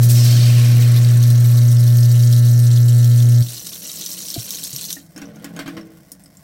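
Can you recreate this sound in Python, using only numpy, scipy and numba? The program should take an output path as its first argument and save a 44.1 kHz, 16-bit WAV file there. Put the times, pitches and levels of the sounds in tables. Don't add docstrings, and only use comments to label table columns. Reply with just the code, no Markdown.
import sys
import numpy as np
from scipy import signal
from scipy.fft import rfft, irfft
from scipy.io import wavfile
from numba import njit

SR = 44100
rng = np.random.default_rng(int(sys.argv[2]) if len(sys.argv) > 2 else 0)


def persist_wave(psi):
    counts = np.round(np.clip(psi, -1, 1) * 32767).astype(np.int16)
    wavfile.write(sys.argv[1], SR, np.atleast_2d(counts).T)


N = 283563
T = np.arange(N) / SR

JET_DB, LOUDER_DB, LOUDER_FROM_S, LOUDER_RISE_S = -38.5, 2.5, 3.68, 0.37
# f/Hz, level/dB
JET_TONE = [(30, -33), (300, -6), (700, -15), (950, -18), (1100, -16), (2100, -14.5), (2900, -10),
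            (3500, -12), (3950, -1.5), (5000, -8), (5900, -2.5), (7500, -7.5), (9800, -5.5), (12000, -3.5),
            (16000, -4)]
def jet(strength):
    hiss = level(rng.standard_normal(N), -22.5)
    clicks = level(impacts(1500, 12.6, 34), -1)
    fine = level(foam(count=4000, low_hz=5940, high_hz=18000, cycles=19.5, spread_db=3), 0)
    coarse = level(foam(count=2600, low_hz=2790, high_hz=8200, cycles=8, spread_db=11), -1.5)
    water = colour(hiss + clicks + fine + coarse, JET_TONE)
    flutter_db = 1.4 * wander(80)
    return level(water, 4.6) * strength * undb(flutter_db)


def foam(count, low_hz, high_hz, cycles, spread_db):
    out = np.zeros(N)
    for when, pitch, size in rng.random((count, 3)):
        size_db = min(-spread_db * np.log(1 - size), 14)
        hz = low_hz * (high_hz / low_hz) ** pitch
        add(out, when * N / SR, undb(size_db) * bubble(hz, cycles))
    return out


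def bubble(hz, cycles, rise=0.029):
    t60 = cycles / hz
    t = T[:int(t60 * SR) + 2]
    return np.sin(2 * np.pi * hz * t * (1 + rise * t / t60)) * fade(t, t60)


TAP_CLOSED_S, DRIBBLE_FROM_S, DRIBBLE_TO_S, DRIBBLE_BUILD_DB_PER_S = 4.915, 5.14, 5.76, 5.5
def flow():
    running = fade(np.maximum(T - TAP_CLOSED_S, 0), t60=0.32)
    build_db = DRIBBLE_BUILD_DB_PER_S * np.minimum(T - DRIBBLE_TO_S, 0)
    dribble = undb(build_db) * envelope(DRIBBLE_FROM_S, rise=0.031, stop=DRIBBLE_TO_S, t60=1)
    return running, dribble


# t/s, snap level/dB, ring level/dB, f/Hz
LOUD_POPS = [(0.8225, -15, -28, 4040), (1.2374, -17, -27, 5670), (1.3029, -10, -27, 8280),
             (1.716, -15, -29, 6100), (1.9704, -13, -26, 6120), (2.3351, -18, -28, 4040),
             (2.364, -16, -27, 4050), (3.0445, -14, -30, 5710), (3.6696, -16, -29, 4250),
             (3.9165, -16, -24, 5910), (4.0622, -11, -21, 6040), (4.3031, -14, -22, 5410),
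             (4.3425, -12, -23, 4430), (4.5067, -11, -23, 6660), (4.6379, -8, -28, 8080),
             (4.7626, -12, -21, 5620), (4.8115, -13, -26, 8000), (4.8514, -12, -25, 6730),
             (4.9053, -9, -25, 5740), (4.9282, -9, -24, 5730)]
def pops(jet_db):
    out = np.zeros(N)
    for s, snap_db, ring_db, hz in list(LOUD_POPS) + lesser_pops(jet_db, count=110):
        add(out, s, undb(ring_db + 12.5) * bubble(hz, cycles=18))
        add(out, s, undb(snap_db - 2) * burst(t60=0.0054))
        add(out, s, undb(snap_db) * bubble(12000, cycles=5))
    return colour(out, [(800, -28), (2300, -18), (3400, 0), (16000, 0)])


def lesser_pops(jet_db, count, from_s=0.71, low_hz=3540, high_hz=6080):
    when, size, pitch = rng.random((count, 3)).T
    s = from_s + when * (TAP_CLOSED_S - from_s)
    snap_db = np.interp(s, T, jet_db) + 10 + 10 * size ** 2
    ring_db = snap_db - 8.5
    hz = low_hz * (high_hz / low_hz) ** pitch
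    return list(zip(s, snap_db, ring_db, hz))


SPURT_HZ, SHEET_START_HZ, SHEET_HALF_PITCH_S = 10700, 13350, 0.18
# t/s, level/dB
FIRST_SPURTS = [(0.021, -21), (0.087, -19)]
def swish():
    spurts = sum(undb(db) * envelope(s, rise=0.013, stop=s + 0.011, t60=0.19) for s, db in FIRST_SPURTS)
    sheet = undb(-24.5) * envelope(0.09, rise=0.1, stop=0.19, t60=3.62)
    sheet_hz = SHEET_START_HZ / (1 + T / SHEET_HALF_PITCH_S)
    return spurts * fizz(np.full(N, float(SPURT_HZ))) + sheet * fizz(sheet_hz)


def fizz(hz):
    all_sizes = level(bandpass(impacts(8000, 3.4, 24), hz, 1.9) / np.sqrt(hz), 0)
    commonest = level(bandpass(impacts(9000, 3, 24), 0.87 * hz, 0.45) / np.sqrt(hz), -5)
    steel_tone = [(300, -13.5), (700, 8), (920, -9), (1100, -1), (1700, -2.5), (2500, 2),
                  (3400, -1.5), (4400, 3.5), (9000, -3), (16000, 2)]
    sound = colour(all_sizes + commonest, steel_tone)
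    flutter_db = 1.1 * wander(40)
    return level(sound, 0) * undb(flutter_db)


# f/Hz, level/dB
SPLAT_TONE = [(400, -9), (750, -0.5), (920, -13.5), (1200, -4), (1450, -2), (2200, -5.5), (3500, -8.5),
              (7000, -22), (15000, -24)]
# t/s, tick level/dB, splat level/dB, trapped bubble f/Hz
LAST_DROPS = [(4.967, -38, -50, 1800), (5.162, -29, -43.5, 5250), (5.178, -25, -41, 6500),
              (5.217, -27, -38, 5650), (5.359, -38, -60, 6200), (5.444, -18, -36.5, 6800),
              (5.564, -26, -38, 6400), (5.591, -25, -28, 4300), (5.66, -42, -36, 4280),
              (5.678, -30, -33.5, 6400), (5.768, -41, -36, 5450), (6.118, -15, -68, 9000),
              (6.237, -32, -78, 9600), (6.259, -39, -80, 5120), (6.37, -32, -90, 7160)]
def drops():
    ticks, splats, pushes = np.zeros((3, N))
    for s, tick_db, splat_db, _ in LAST_DROPS:
        add(ticks, s, undb(tick_db) * burst(t60=0.015))
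        add(splats, s, undb(splat_db) * burst(t60=0.14))
        add(pushes, s, undb(-18.5 + 0.47 * splat_db) * fade(T[:256], t60=0.0021))
    ticks = colour(ticks, [(800, -36), (2500, -47), (5000, 1.5), (8000, 2.5), (16000, -1)])
    splashes = undb(-7) * ticks + undb(13.5) * colour(splats, SPLAT_TONE)
    thuds = undb(-23) * steel_ring(pushes)
    return splashes, thuds


# t/s, level/dB, f/Hz
LONE_BUBBLES = [(5.256, -34.5, 5800), (5.811, -40, 5300)]
def plinks():
    trapped = [(s, -15.5 + 0.56 * tick_db, hz) for s, tick_db, _, hz in LAST_DROPS]
    out = np.zeros(N)
    for s, db, hz in trapped + list(LONE_BUBBLES):
        add(out, s, undb(db) * bubble(hz, cycles=90, rise=0.08))
    return out


def trickle(dribble):
    crackle = level(colour(impacts(900, 3.7, 19), SPLAT_TONE), -53)
    tick_tone = [(800, 4), (3000, -3.5), (6000, -2), (16000, 0)]
    ticks = level(colour(impacts(200, 4, 11), tick_tone), -57.5)
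    return crackle * dribble + ticks * (T > TAP_CLOSED_S)


def drumming(running, dribble):
    sheet = envelope(0, rise=0.19, stop=0.95, t60=1.6)
    force = np.maximum(undb(-43) * running, undb(-35) * sheet) + undb(-34) * dribble
    patter_tone = [(100, 11), (200, 9), (280, -16), (400, 5.5), (750, -7.5), (1300, -15), (2500, -9.5)]
    patter = colour(impacts(500, 3.9, 34), patter_tone)
    return undb(-3) * steel_ring(patter * force) / np.std(steel_ring(patter))


# f/Hz, level/dB, t60/s
STEEL_NOTES = [(133, -30, .25), (173.2, -5.5, 0.25), (213.5, -4, 0.186), (279.7, 4, 0.21), (281.7, -5, 0.4),
               (309, -11, 0.39), (322.4, -10, 0.62), (389, -5.5, 0.45), (445, -9.5, 0.33),
               (473.4, -16, 0.42), (587, -10, 0.26), (630, -4.5, 0.12), (723, -16, 0.43), (790, -5.5, 0.1),
               (985, -10, 0.074), (1415, -3, 0.24), (1506, -12, 0.47), (1620, -26, .22),
               (2140, -12.5, 0.25)]
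def steel_ring(push):
    t = T[:SR]
    notes = sum(undb(db) * np.cos(2 * np.pi * hz * t) * fade(t, t60) for hz, db, t60 in STEEL_NOTES)
    wall_tone = [(60, -16.5), (170, -5.5), (330, 3), (390, -22), (480, -2), (2000, -5.5), (5000, -9.5)]
    return colour(through(push, notes), wall_tone)


# f/Hz, width as a share of f, level/dB
WALL_BANDS = [(1069, 0.015, 6), (1500, 0.016, -22), (4130, 0.025, -36), (4280, 0.017, -21),
              (5560, 0.11, -6.5), (6650, 0.021, -43), (8220, 0.064, -3), (11500, 0.09, -9)]
def basin(x):
    x = x + sum(undb(db) * bandpass(x, np.full(N, float(hz)), float(width))
                for hz, width, db in WALL_BANDS)
    out = undb(-3) * x
    blend = np.pi * wander(60)
    for share in (np.cos(blend), np.sin(blend)):
        walls = burst(t60=0.046) * (T[:8192] > 0.0008)
        out = out + undb(-4.5) * through(x * share, walls / np.linalg.norm(walls))
    kitchen = burst(t60=0.11, size=16384) * (T[:16384] > 0.006)
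    return out + undb(-12) * through(x, kitchen / np.linalg.norm(kitchen))


# t/s, f/Hz, level/dB, t60/s
BUMP_TONES = [(4.36, 682, -32, 0.093), (4.364, 300, -17, 0.027), (4.378, 117, -22, 0.11),
              (4.733, 137, -33.5, 0.18)]
def bumps():
    out, t = np.zeros(N), T[:SR // 2]
    soft_start = 1 - fade(t, 0.018)
    for s, hz, db, t60 in BUMP_TONES:
        add(out, s, undb(db + 5.5) * np.sin(2 * np.pi * hz * t) * fade(t, t60) * soft_start)
    return out


HUM_HZ, MOTOR_OFF_S, RUMBLE_SETTLE_DB_PER_S = 120, 3.418, 3
# f/Hz, level/dB
RUMBLE_TONE = [(20, -16.5), (55, -11), (110, 9), (180, 4), (280, -8), (400, -7), (520, -12), (660, -10),
               (900, -22.5), (1800, -20), (3000, -37)]
# multiple of HUM_HZ, level/dB
HUM_TONES = [(1, -8.5), (2, -34), (3, -45.5), (4, -47), (5, -45.5), (6, -55.5), (8, -62.5), (9, -64.5),
             (11, -53.5), (12, -59.5), (13, -56), (14, -54), (15, -51.5), (17, -57), (18, -60.5)]
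def motor():
    since_off = np.maximum(T - MOTOR_OFF_S, 0)
    strength = 0.66 * fade(since_off, t60=0.073) + 0.31 * fade(since_off, t60=0.37)
    hum = 0
    for k, db in HUM_TONES:
        waver_db = 0.12 * wander(9) if k == 1 else 1.2 * wander(7)
        tone = np.sqrt(2) * np.sin(2 * np.pi * (k * HUM_HZ * T + rng.random()))
        hum = hum + undb(db + waver_db) * tone
    rumble = level(colour(rng.standard_normal(N), RUMBLE_TONE), -31)
    return strength * (undb(-0.43) * hum + rumble * undb(-RUMBLE_SETTLE_DB_PER_S * T))


# f/Hz, level/dB
ROOM_TONE = [(20, -39), (60, -10.5), (120, -10.5), (178, 3.5), (245, -16.5), (410, -26.5), (650, -14.5),
             (860, -28.5), (1250, -42.5), (1460, -31), (1800, -30), (2120, -25), (2700, -56), (5200, -30),
             (7000, -40), (15000, -47.5)]
def room():
    return level(colour(rng.standard_normal(N), ROOM_TONE), -50)


def undb(db):
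    return 10 ** (np.asarray(db) / 20)


def level(x, db):
    return x * undb(db) / np.sqrt(np.mean(x ** 2))


def fade(t, t60):
    return np.exp(-np.log(1000) * t / t60)


def envelope(start, rise, stop, t60):
    return np.clip((T - start) / rise, 0, 1) * fade(np.maximum(T - stop, 0), t60)


def wander(rate):
    steps = rng.standard_normal(8192)
    return np.interp(T * rate, np.arange(len(steps)), steps)


def impacts(rate, spread_db, cap_db):
    hit = rng.random(N) < rate / SR
    size_db = cap_db * np.tanh(spread_db * rng.exponential(size=N) / cap_db)
    return hit * undb(size_db) * rng.choice([-1, 1], N)


def burst(t60, size=8192):
    return rng.standard_normal(size) * fade(T[:size], t60)


def add(track, s, sound):
    i = max(int(s * SR), 0)
    track[i:i + len(sound)] += sound[:max(N - i, 0)]


def through(x, response):
    return signal.oaconvolve(x, response)[:len(x)]


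def colour(x, points, size=2048):
    hz, db = np.transpose(points)
    bins = np.maximum(np.fft.rfftfreq(size, 1 / SR), 1)
    gain = undb(np.interp(np.log(bins), np.log(hz), db))
    cepstrum = irfft(np.log(gain))
    cepstrum[1:size // 2] *= 2
    cepstrum[size // 2 + 1:] = 0
    return through(x, irfft(np.exp(rfft(cepstrum))))


@njit
def bandpass(x, hz, width):
    out, band_state, low_state = np.empty(len(x)), 0., 0.
    for i in range(len(x)):
        tuning = np.tan(np.pi * hz[i] / SR)
        band = (band_state + tuning * (x[i] - low_state)) / (1 + tuning * (tuning + width))
        band_state = 2 * band - band_state
        low_state += 2 * tuning * band
        out[i] = width * band
    return out


def scene():
    running, dribble = flow()
    jet_db = JET_DB + LOUDER_DB * np.clip((T - LOUDER_FROM_S) / LOUDER_RISE_S, 0, 1)
    spray = undb(jet_db) * running + undb(-71) * dribble
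    splashes, thuds = drops()
    water = basin(jet(spray) + swish() + pops(jet_db) + splashes + trickle(dribble) + plinks())
    background = room()
    return (water + thuds + drumming(running, dribble) + bumps() + motor() + background)[None]


def record(dry, top_hz=16000):
    return signal.sosfilt(signal.ellip(10, 0.2, 70, top_hz, fs=SR, output="sos"), dry)


dry = scene()
out = record(dry)
persist_wave(out)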